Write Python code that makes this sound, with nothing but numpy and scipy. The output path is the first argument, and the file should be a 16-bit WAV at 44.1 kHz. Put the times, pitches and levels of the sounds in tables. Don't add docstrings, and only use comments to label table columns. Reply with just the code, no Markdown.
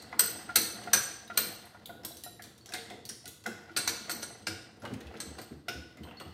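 import sys
import numpy as np
from scipy import signal
from scipy.fft import rfft, irfft, next_fast_len
from scipy.io import wavfile
from scipy.ndimage import map_coordinates

SR = 44100
rng = np.random.default_rng(int(sys.argv[2]) if len(sys.argv) > 2 else 0)


def wav_out(sig):
    wavfile.write(sys.argv[1], SR, np.round(np.clip(np.atleast_2d(sig).T, -1, 1) * 32767).astype(np.int16))


def gain_from_db(level_db):
    decades = np.asarray(level_db, float) / 20
    return 10 ** decades


N = 279153

SPAN, TAIL = SR // 4, SR // 2
LEAD = SR // 4
T = np.arange(SPAN) / SR

# pitch_hz, width_hz, level_db
BENCH = [(112, 18, -4.5), (214.4, 27.3, 2), (328.4, 32, 1), (469, 51.5, -3), (590, 64, -11.5)]
# pitch_hz, width_hz, level_db
VISE_BODY = [(710, 113, 12), (1510, 430, 3.5), (1995, 150, 6.5), (2680, 220, -2.5)]


def unit(x):
    return x / np.sqrt(np.mean(x ** 2) + 1e-20)


def top(x):
    return x / np.abs(x).max()


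def along(points, hz):
    f, v = np.transpose(points)
    return np.interp(np.log(hz + 1), np.log(f + 1), v)


def filtered(x, response):
    m = next_fast_len(len(x) + 4096)
    return irfft(rfft(x, m) * response(np.fft.rfftfreq(m, 1 / SR)), m)[:len(x)]


def shaped(x, curve):
    return filtered(x, lambda f: gain_from_db(along(curve, f)))


def resonant(peaks):
    def response(f):
        total = 0
        for k, (hz, width, db) in enumerate(peaks):
            peak = 1j * f * width / (hz * hz - f * f + 1j * f * width)
            total = total + (-1) ** k * gain_from_db(db) * peak
        return total
    return response


def ring(modes, attack=0.0001):
    waver = .005
    total = 0
    for hz, db, t60 in modes:
        strength_db = db + rng.normal(0, 1.5)
        drift = np.repeat(rng.standard_normal(SPAN // 64 + 1), 64)[:SPAN]
        clock = T + waver * np.cumsum(drift) / SR
        fade = gain_from_db(strength_db - 60 * T / t60)
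        total = total + fade * np.sin(2 * np.pi * (hz * clock + rng.random()))
    return total * (1 - np.exp(-T / attack))


def puff(t60, attack=0.0001):
    return rng.standard_normal(SPAN) * gain_from_db(-60 * T / t60) * (1 - np.exp(-T / attack))


def add(track, s, hit, wet_db):
    # pitch_hz, t60_s
    wall_ring = [(200, 0.4), (600, 0.61), (1400, 0.64), (3700, 0.71), (9000, 0.57), (15000, 0.37)]
    hz, t, z = signal.stft(rng.standard_normal(TAIL), SR, nperseg=256)
    z = z * gain_from_db(-60 * t / along(wall_ring, hz)[:, None])
    tail = signal.istft(z, SR, nperseg=256)[1][:TAIL]
    tail = tail * (1 - np.exp(-(np.arange(TAIL) / SR / 0.0032) ** 2))
    echo = signal.fftconvolve(hit, tail / np.linalg.norm(tail))

    near = 0
    for k in rng.integers(SR // 600, SR // 60, size=10):
        echo_db = rng.normal(-10, 2) - 351.5 * k / SR
        near = near + gain_from_db(echo_db) * rng.choice([-1, 1]) * np.roll(hit, k)

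    start = LEAD + round(s * SR)
    track[start:][:SPAN] += hit + gain_from_db(-2.0) * near
    track[start:][:len(echo)] += gain_from_db(wet_db) * echo


def clanks(track):
    # start_s, main_peak_db, low_db, third_db, fourth_db
    bar_blows = [(0.1926, -9, -17, -17.5, -11), (0.205, -18, -25, -24, -15), (0.2357, -21, -40, -35, -25),
                 (0.557, -8.5, -14, -11.5, -6.5), (0.6, -32, -41, -17, -35), (0.9318, -9, -12.5, -18, -3),
                 (0.9528, -45, -18, -14, -19), (1.373, -13.5, -11, -12.5, -10), (2.7364, -32, -5, -5, -15),
                 (3.7637, -28, -2, 1.5, -2), (3.7709, -17.5, -13, -14, -14), (3.8751, -20.5, -5, -6, -0.5),
                 (4.0943, -30, -0.5, -9.5, -17), (4.113, -22, -31, -13.5, -14),
                 (4.2277, -32, -6.5, -6.5, -0.5), (4.4696, -36.5, 11, -12, -9),
                 (5.2012, -27.5, -14, -10.5, -11.5), (5.385, -53, 13.5, 6.5, -15),
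                 (5.4136, -39, -12, -14, -24), (6.0344, -64.5, 2.5, 11, 4), (6.199, -47.5, -3, -12, -29)]
    # start_s, top_db, sixth_db, crash_db
    glints = [(0.1926, -3, -4, -0.5), (0.2053, 3, -4, -1), (0.2357, -8, -1, -3), (0.557, -3, 1, 1),
              (0.6, -3, -3, -3), (0.9318, -10, -1, 3), (0.9528, -3, -3, -3), (1.373, -6, -3, 1.5),
              (2.7362, -3, -4, 3), (3.7638, -3, -5, 5), (3.7713, -1, 4, 1), (3.8751, 3, -3, 2.5),
              (4.0941, 6, -6, 3.5), (4.113, -6, -5, -3), (4.2273, 8, -6, -3), (4.4693, 10, -3, 1),
              (5.2013, -1, -4, 2), (5.385, -3, -3, 4.5), (5.4136, 10, 7, 3), (6.0344, 30, -3, 5),
              (6.199, 16, -3, 1)]
    earlier = -.18, -22, -12, -3, -14, -3, -3, 6
    # pitch_hz, level_db, t60_s
    bar_main = [(8372, 0, .04), (8450, -5, .03), (7980, -11, .03), (8690, -12, .025), (9400, -12, .015)]
    bar_low = [(1440, 0, .05), (1612, -2, .035), (715, -7, .045), (2130, -11, .03), (2600, -13, .02)]
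    bar_third = [(4065, -2, .05), (4340, 0, .05), (4470, -4, .035), (4750, -7, .025), (3600, -12, .025)]
    bar_fourth = [(6000, 0, .045), (5930, -4, .04), (6270, -8, .03), (7060, -13, .03), (5690, -9, .018)]
    bar_top = [(13450, 0, .04), (13380, -4, .03), (13870, -5, .025), (13740, -7, .025), (14300, -10, .015),
               (14850, -13, .015)]
    bar_sixth = [(10970, 0, .03), (11060, -4, .02)]
    bar_seventh = [(12350, 0, .028), (12520, -4, .02)]
    # pitch_hz, level_db (per Hz)
    crack_colour = [(88, -17), (150, -9.5), (979, -12.5), (1390, -5), (3290, -10.5), (4410, -5.5),
                    (7470, -12.5), (8560, -5.5), (10200, -18.5), (13700, -15), (16000, -66)]

    blows = [(*blow, *glint[1:]) for blow, glint in zip(bar_blows, glints)]
    for s, db, low_db, third_db, fourth_db, top_db, sixth_db, crash_db in [earlier, *blows]:
        steel = ring(bar_main) + gain_from_db(low_db + 4.5) * ring(bar_low)
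        steel += gain_from_db(third_db + 7.0) * ring(bar_third)
        steel += gain_from_db(fourth_db + 3.0) * ring(bar_fourth)

        shimmer = gain_from_db(top_db) * ring(bar_top)
        shimmer += gain_from_db(sixth_db - 7) * ring(bar_sixth)
        shimmer += gain_from_db(-12) * ring(bar_seventh)
        shimmer_db = -5.5 + 0.73 * (db + 17.5)

        crack = top(shaped(puff(0.027, attack=0.00066), crack_colour))
        crack = crack * (1 - np.exp(-T / 0.00021))
        snap = top(shaped(puff(0.004), crack_colour))
        crash = top(shaped(puff(.15, attack=0.0015), crack_colour))
        noise = crack + gain_from_db(-1) * snap + gain_from_db(crash_db - 6) * crash
        noise_db = 11 + 0.61 * low_db
        knock = top(filtered(puff(0.23, attack=0.012), resonant(BENCH)))

        blow = steel + gain_from_db(noise_db) * noise + gain_from_db(low_db - 4.5) * knock + gain_from_db(shimmer_db) * shimmer
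        blow = gain_from_db(db - 8.5) * blow
        blow = np.roll(blow, SR // 450) + gain_from_db(-17) * blow
        add(track, s - .0009, blow, wet_db=-4.0)


def screw():
    # start_s, effort_db, lean_db
    grind = [(0, -50.5, 0.5), (.37, -46.5, 2), (.9, -45.5, 3), (1.199, -52, -5), (1.5, -47, 5.5),
             (1.69, -52, -7.5), (1.95, -59.5, 4), (2.62, -66, -4.5), (2.92, -50.5, -0.5), (3.1, -78, 5),
             (3.4, -83, -4.5), (3.551, -54.5, -6.5), (4.1, -47, 4.5), (4.75, -59.5, -2),
             (5.102, -52.5, 4.5), (5.299, -49, 2.5), (5.62, -62.5, -5), (6.33, -53.5, -1)]
    # pitch_hz, width_hz, level_db
    joists = [(75.9, 51, 0)]
    # pitch_hz, level_db (per Hz)
    rasp_colour = [(1180, -41.5), (2000, -43), (2830, 1), (4990, -0.5), (5440, -6), (6940, -11.5),
                   (15100, -18), (16000, -20.5)]

    seconds = np.arange(N) / SR
    s, effort, lean = np.transpose(grind)
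    swing_db = np.interp(seconds, s, effort) + 55
    lean_db = np.interp(seconds, s, lean)

    def slip(rate):
        points = rng.standard_normal(int(N * rate / SR) + 4)
        return map_coordinates(points, [np.arange(N) * rate / SR])

    def rub():
        return unit(rng.standard_normal(N) * gain_from_db(1.5 * slip(14) + 2.5 * slip(110)))

    floor = unit(filtered(rub(), lambda f: resonant(joists)(f) ** 2))
    bench = unit(filtered(rub(), resonant(BENCH)))
    body = unit(filtered(rub(), resonant(VISE_BODY)))
    rasp = unit(shaped(rub(), rasp_colour))
    wood = gain_from_db(0.26 * swing_db - 71.0) * floor + gain_from_db(0.26 * swing_db - 57) * bench
    return gain_from_db(lean_db) * wood + gain_from_db(swing_db - 62.0) * body + gain_from_db(swing_db - 68) * rasp


def room_air():
    # pitch_hz, level_db (per Hz)
    air_colour = [(15, -44), (25, -10), (105, 17), (726, -15), (927, -6), (1430, -8), (2400, -29.5),
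                  (4360, -27), (10400, -40), (13300, -24), (16500, -61)]
    return gain_from_db(-48.5 - 13.5) * unit(shaped(rng.standard_normal(N), air_colour))


def dull_touches(track):
    # start_s, level_db, pitch_hz, width_hz
    tinted_puffs = [(1.655, -47, 11400, 2490), (1.858, -39.5, 14300, 2000), (1.856, -38.5, 3630, 900),
                    (2.05, -30.5, 12500, 1220), (2.74, -38, 8300, 900), (3.092, -33, 9130, 1500),
                    (4.469, -31.5, 2580, 995), (4.468, -27.5, 4760, 1500), (4.852, -33, 1460, 1810),
                    (5.202, -32.5, 8120, 800), (5.686, -30, 2610, 1204), (5.691, -35.5, 5140, 904),
                    (6.033, -45, 2980, 810), (6.11, -44.5, 2930, 700), (6.2, -39.5, 2980, 880),
                    (0.128, -32, 1240, 905), (1.747, -44.5, 1010, 886), (1.903, -42.5, 680, 250),
              (1.95, -49.5, 704, 200), (2.05, -40.5, 1080, 700), (2.395, -38.5, 1630, 510),
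              (2.686, -49, 1530, 350), (2.722, -39, 1600, 600), (2.738, -39, 1580, 300),
              (2.783, -46, 1900, 300), (2.782, -37, 3670, 900), (2.81, -46, 3670, 800),
              (2.905, -40.5, 2120, 400), (2.909, -54, 744, 246), (2.94, -44, 438, 200),
              (3.098, -44, 1680, 500), (4.104, -34, 5960, 5000), (4.109, -31, 6000, 5000),
              (3.095, -33.5, 5500, 1500), (3.128, -49, 5550, 1500), (2.744, -30, 1970, 704),
              (4.855, -52, 1780, 1200), (4.866, -50, 895, 900), (4.94, -44, 2020, 1500),
              (5.008, -43.5, 2020, 1510), (5.154, -45, 2210, 1200), (0.939, -23, 9800, 1800),
              (3.879, -27, 5300, 2000), (5.204, -37.5, 6070, 600), (4.838, -49, 910, 700),
              (4.843, -38, 800, 800), (5.108, -49, 1000, 810), (5.14, -46, 1490, 900),
              (5.981, -51.5, 2100, 352), (6.05, -43, 900, 500), (6.085, -48, 2900, 694),
              (6.21, -38.5, 895, 500), (6.216, -48, 4350, 300),
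                    (0.021, -44, 7000, 8000), (0.187, -46, 7000, 8000), (0.558, -18, 9500, 5000),
               (0.933, -26, 2580, 600), (0.934, -23, 4650, 900), (0.938, -25, 5960, 900),
               (3.775, -30, 4000, 4000), (4.219, -42, 3500, 4000), (4.224, -34, 4500, 4000),
               (4.232, -39, 6000, 4000), (4.856, -37, 1310, 500), (4.905, -45, 750, 300),
               (5.07, -45, 2930, 1200), (5.11, -43, 547, 300), (5.165, -46, 3500, 1500),
               (5.684, -29, 2920, 2500), (5.687, -45, 13500, 600), (4.1, -41, 550, 300),
               (4.23, -37, 550, 300), (4.469, -31.5, 2780, 1500), (3.766, -28.5, 2900, 1200),
               (0.195, -25.5, 3080, 1200), (4.875, -47, 2800, 2000), (4.94, -44.5, 2600, 600),
               (5.012, -45, 3500, 2000), (5.688, -37, 5320, 500)]
    for s, db, hz, width in tinted_puffs:
        tint = resonant([(hz, max(width, 150), 0)])
        touch = top(filtered(puff(0.022, attack=0.00055), lambda f: tint(f) ** 2))
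        add(track, s, gain_from_db(db) * touch, wet_db=-2.5)


def slaps(track):
    # start_s, peak_db, bench_db, upper_db
    palm_slaps = [(0.1285, -31.5, -9, -14), (0.4923, -21.5, -17.5, -31), (0.875, -22.5, -11.5, -29.5),
                  (1.3012, -22, -18, -36), (1.7464, -36.5, -11.5, -32), (1.8951, -48.5, 6, -12),
                  (2.1094, -56.5, 13.5, -23), (2.2644, -36.5, -4.5, -34), (2.3949, -43.5, 0, -19),
                  (3.244, -54, 1.5, -14), (3.4603, -25, -16, -20.5), (3.6949, -32, -23, -44),
                  (4.0844, -46, -3, -9), (4.8369, -37, -9, -45), (5.6839, -26.5, -10, -23.5)]
    for s, db, bench_db, upper_db in palm_slaps:
        bar = ring([(1385, 0, .06), (1450, -8, .07)], attack=.007)
        bench = ring([(709.4, -5.0, 0.066), (705, 6.5, 0.011)], attack=0.0041)
        upper = ring([(2026, 13.0, 0.03), (2180, -21.0, 0.06)], attack=0.00072)
        skin = resonant([(1500, 2000, 0)])
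        pat = top(filtered(puff(0.063, attack=0.0034), lambda f: skin(f) ** 3))
        hit = bar + gain_from_db(bench_db + 12.0) * bench + gain_from_db(upper_db + 2.5) * upper + gain_from_db(-13.5) * pat
        add(track, s - .002, gain_from_db(db - 4.0) * hit, wet_db=-10)


def pings(track):
    # start_s, level_db,
    # pitch_hz, t60_s
    free_parts = [(0.195, -21, 13430, .04), (0.207, -23, 13450, 0.033), (0.559, -23, 13480, 0.03),
                  (1.375, -18.5, 13450, 0.034), (4.114, -34.5, 13450, 0.097), (0.934, -22, 13860, .025),
                  (0.936, -21, 6000, 0.046), (0.935, -23.5, 1606, 0.039), (0.936, -29, 14000, .05),
                  (1.375, -33, 10940, 0.034), (1.278, -46, 3820, 0.04), (2.118, -46, 3930, 0.03),
                  (2.239, -46, 3955, 0.1), (2.237, -41, 13100, 0.046), (2.237, -55, 10080, 0.045),
                  (2.237, -48, 7400, 0.062), (2.238, -54, 1870, 0.13), (2.611, -52, 4430, 0.033),
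                  (3.093, -41, 5500, .03), (3.258, -53, 4204, 0.06), (3.461, -30, 1476, 0.035),
                  (3.772, -35, 10940, 0.08), (3.767, -32, 4050, 0.05), (4.472, -47, 1475, 0.045),
                  (3.258, -52, 1450, .12), (1.897, -50, 1445, .14), (5.204, -47, 12400, .06),
                  (4.228, -43, 10960, .04), (4.116, -42, 6000, .06), (5.684, -34, 1468, 0.11),
                  (5.687, -38, 5300, .05), (6.033, -60.5, 8440, 0.16), (6.171, -48, 4350, 0.07),
                  (6.2, -55, 4460, 0.063), (6.199, -52.5, 8400, 0.13), (2.705, -45.5, 728, 0.11),
                  (2.738, -39.5, 732, 0.12), (2.755, -46.5, 458, 0.24), (2.907, -43.5, 716, .06),
                  (2.93, -46, 462, 0.093), (4.82, -47, 1410, 0.036), (4.896, -52, 1700, 0.04),
                  (3.705, -45, 330, .15), (1.022, -39, 7060, 0.048), (4.234, -39, 8400, .08),
                  (6.2, -56, 13450, 0.13), (6.035, -58, 13450, .12), (5.416, -54, 13500, 0.089),
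                  (4.8, -59, 11050, 0.063), (4.096, -38, 13450, .05)]
    for s, db, hz, t60 in free_parts:
        pair = [(hz, 0, t60), (hz * 1.012, -7, t60 / 2)]
        add(track, s, gain_from_db(db) * ring(pair, attack=0.00047), wet_db=-1.0)


def clinks(track):
    # start_s, peak_db, brightness_db, ring_hz
    light_taps = [(0.8368, -41, -16, 4140), (1.2759, -53, 18, 3900), (1.8584, -38, 16, 3850),
                  (2.035, -44.5, -19, 5400), (2.049, -27, 15, 8550), (2.1222, -44, 4, 3820),
                  (2.1696, -38, 13, 5970), (2.237, -30.5, 7, 10000), (2.422, -34.5, 9, 4570),
                  (2.4395, -37, -2.5, 4000), (2.579, -48, 8, 3850), (2.6591, -36, 2, 6120),
                  (2.6914, -40, -9, 5490), (2.722, -36, -10, 2500), (2.7365, -28, 4, 3660),
                  (2.9017, -37.5, -12.5, 3470), (2.9126, -66, -8, 3680), (3.053, -33, 10, 4420),
                  (3.091, -31, 5, 5500), (3.2567, -34, -1, 9100), (3.278, -35.5, 14, 6860),
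                  (3.4397, -42, -8, 4300), (3.4631, -29, -13, 1740), (5.684, -30.5, -11.5, 5270)]
    # start_s, peak_db, brightness_db
    shuffles = [(4.769, -54, -14), (4.82, -45, -9), (4.8517, -39.5, -11), (4.895, -57, -19),
                (4.937, -39.5, -6), (5.0054, -42, 5), (5.069, -47, -6), (5.107, -59, -31),
                (5.14, -53, -33.5), (5.155, -53, -15), (5.1714, -45, -6), (5.3833, -41.5, -23.5),
                (5.9711, -46, -16.5), (6.0308, -51, -21), (6.07, -54.5, -29), (6.111, -55.5, -30.5),
                (6.199, -46, -23.5)]
    free = 0.027, -0.2
    held = .04, -5

    contacts = [(*row, -6, *free) for row in light_taps]
    contacts += [(*row, 3800, -24, *held) for row in shuffles]
    click_colour = resonant([(4500, 6500, 0)])
    sparkle_colour = resonant([(11000, 8000, 0)])
    for s, db, bright_db, hz, ring_db, t60, wet_db in contacts:
        click = top(filtered(puff(t60, attack=0.00018), lambda f: click_colour(f) ** 2))
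        sparkle = top(filtered(puff(.02, attack=.0008), lambda f: sparkle_colour(f) ** 2))
        part = ring([(hz, 0, .016), (hz * 1.03, -2, .012), (hz * .965, -3, .012)])
        body = top(filtered(puff(0.091), resonant(VISE_BODY)))
        bench = top(filtered(puff(0.14, attack=.003), resonant(BENCH)))
        body_db = -14 - 0.88 * bright_db
        hit = click + gain_from_db(ring_db) * part + gain_from_db(bright_db - 13.0) * sparkle
        hit = hit + gain_from_db(body_db) * (body + 0.88 * bench)
        add(track, s - .0004, gain_from_db(db - 3.0) * hit, wet_db)


def steps(track):
    # start_s, peak_db, boards_db, rattle_db, boom_hz
    footsteps = [(4.49, -47, -14, -20, 110), (4.831, -52.5, 0.5, 15.5, 116), (4.913, -45.5, 2, 1.5, 124),
                 (5.041, -47.5, -38, -23, 77.5), (5.269, -47, -5, -17, 85), (5.512, -47, -2, -11, 86.4),
                 (5.754, -44, -8.5, -11, 81), (6.002, -45.5, -3, -23.5, 87.3), (6.26, -45, -8, -17, 91)]
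    # pitch_hz, width_hz, level_db
    floor_boards = [(204, 228, 0.5), (315, 190, 1)], [(460, 100, 31), (646, 340, 27)]
    press = np.sin(np.pi * np.clip(T / .095, 0, 1) ** .45)
    bend = T + .005 * (1 - np.exp(-T / .02))
    for s, db, boards_db, rattle_db, hz in footsteps:
        boom = press * np.sin(2 * np.pi * .86 * hz * bend)
        boards = top(filtered(puff(0.3, attack=0.0031), resonant(floor_boards[0])))
        rattle = top(filtered(puff(0.29, attack=0.0026), resonant(floor_boards[1])))
        thud = boom + gain_from_db(boards_db + 11.0) * boards + gain_from_db(rattle_db) * rattle
        add(track, s - .006, gain_from_db(db) * thud, wet_db=-4.5)


def scene():
    track = np.zeros(LEAD + N + SPAN + TAIL)
    for source in clanks, dull_touches, slaps, pings, clinks, steps:
        source(track)
    return (track[LEAD:][:N] + screw() + room_air())[None]


def without_hidden_treble(sound):
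    hz, _, z = signal.stft(sound, SR, nperseg=1024)
    last = hz > 14650
    under = (hz > 12000) & (hz < 14200)
    last_level = np.abs(z[last & (hz < 15500)]).mean(0)
    hidden = last_level < gain_from_db(-25) * np.abs(z[under]).max(0)
    loud = np.abs(z[under]).mean(0)
    hidden &= loud < 1.3 * np.roll(loud, 2)
    z[np.ix_(last, hidden)] = 0
    return signal.istft(z, SR, nperseg=1024)[1][:N]


def top_cut(x):
    return signal.sosfilt(signal.butter(12, 16400, fs=SR, output="sos"), x)


def record(dry):
    thin = signal.sosfilt(signal.butter(5, 58, "high", fs=SR, output="sos"), dry[0])
    thin = without_hidden_treble(thin)
    thin = filtered(thin, lambda f: 1 / (1 + (f / 15850) ** 120))
    return top_cut(thin[None])


dry = scene()
out = record(dry)
wav_out(out)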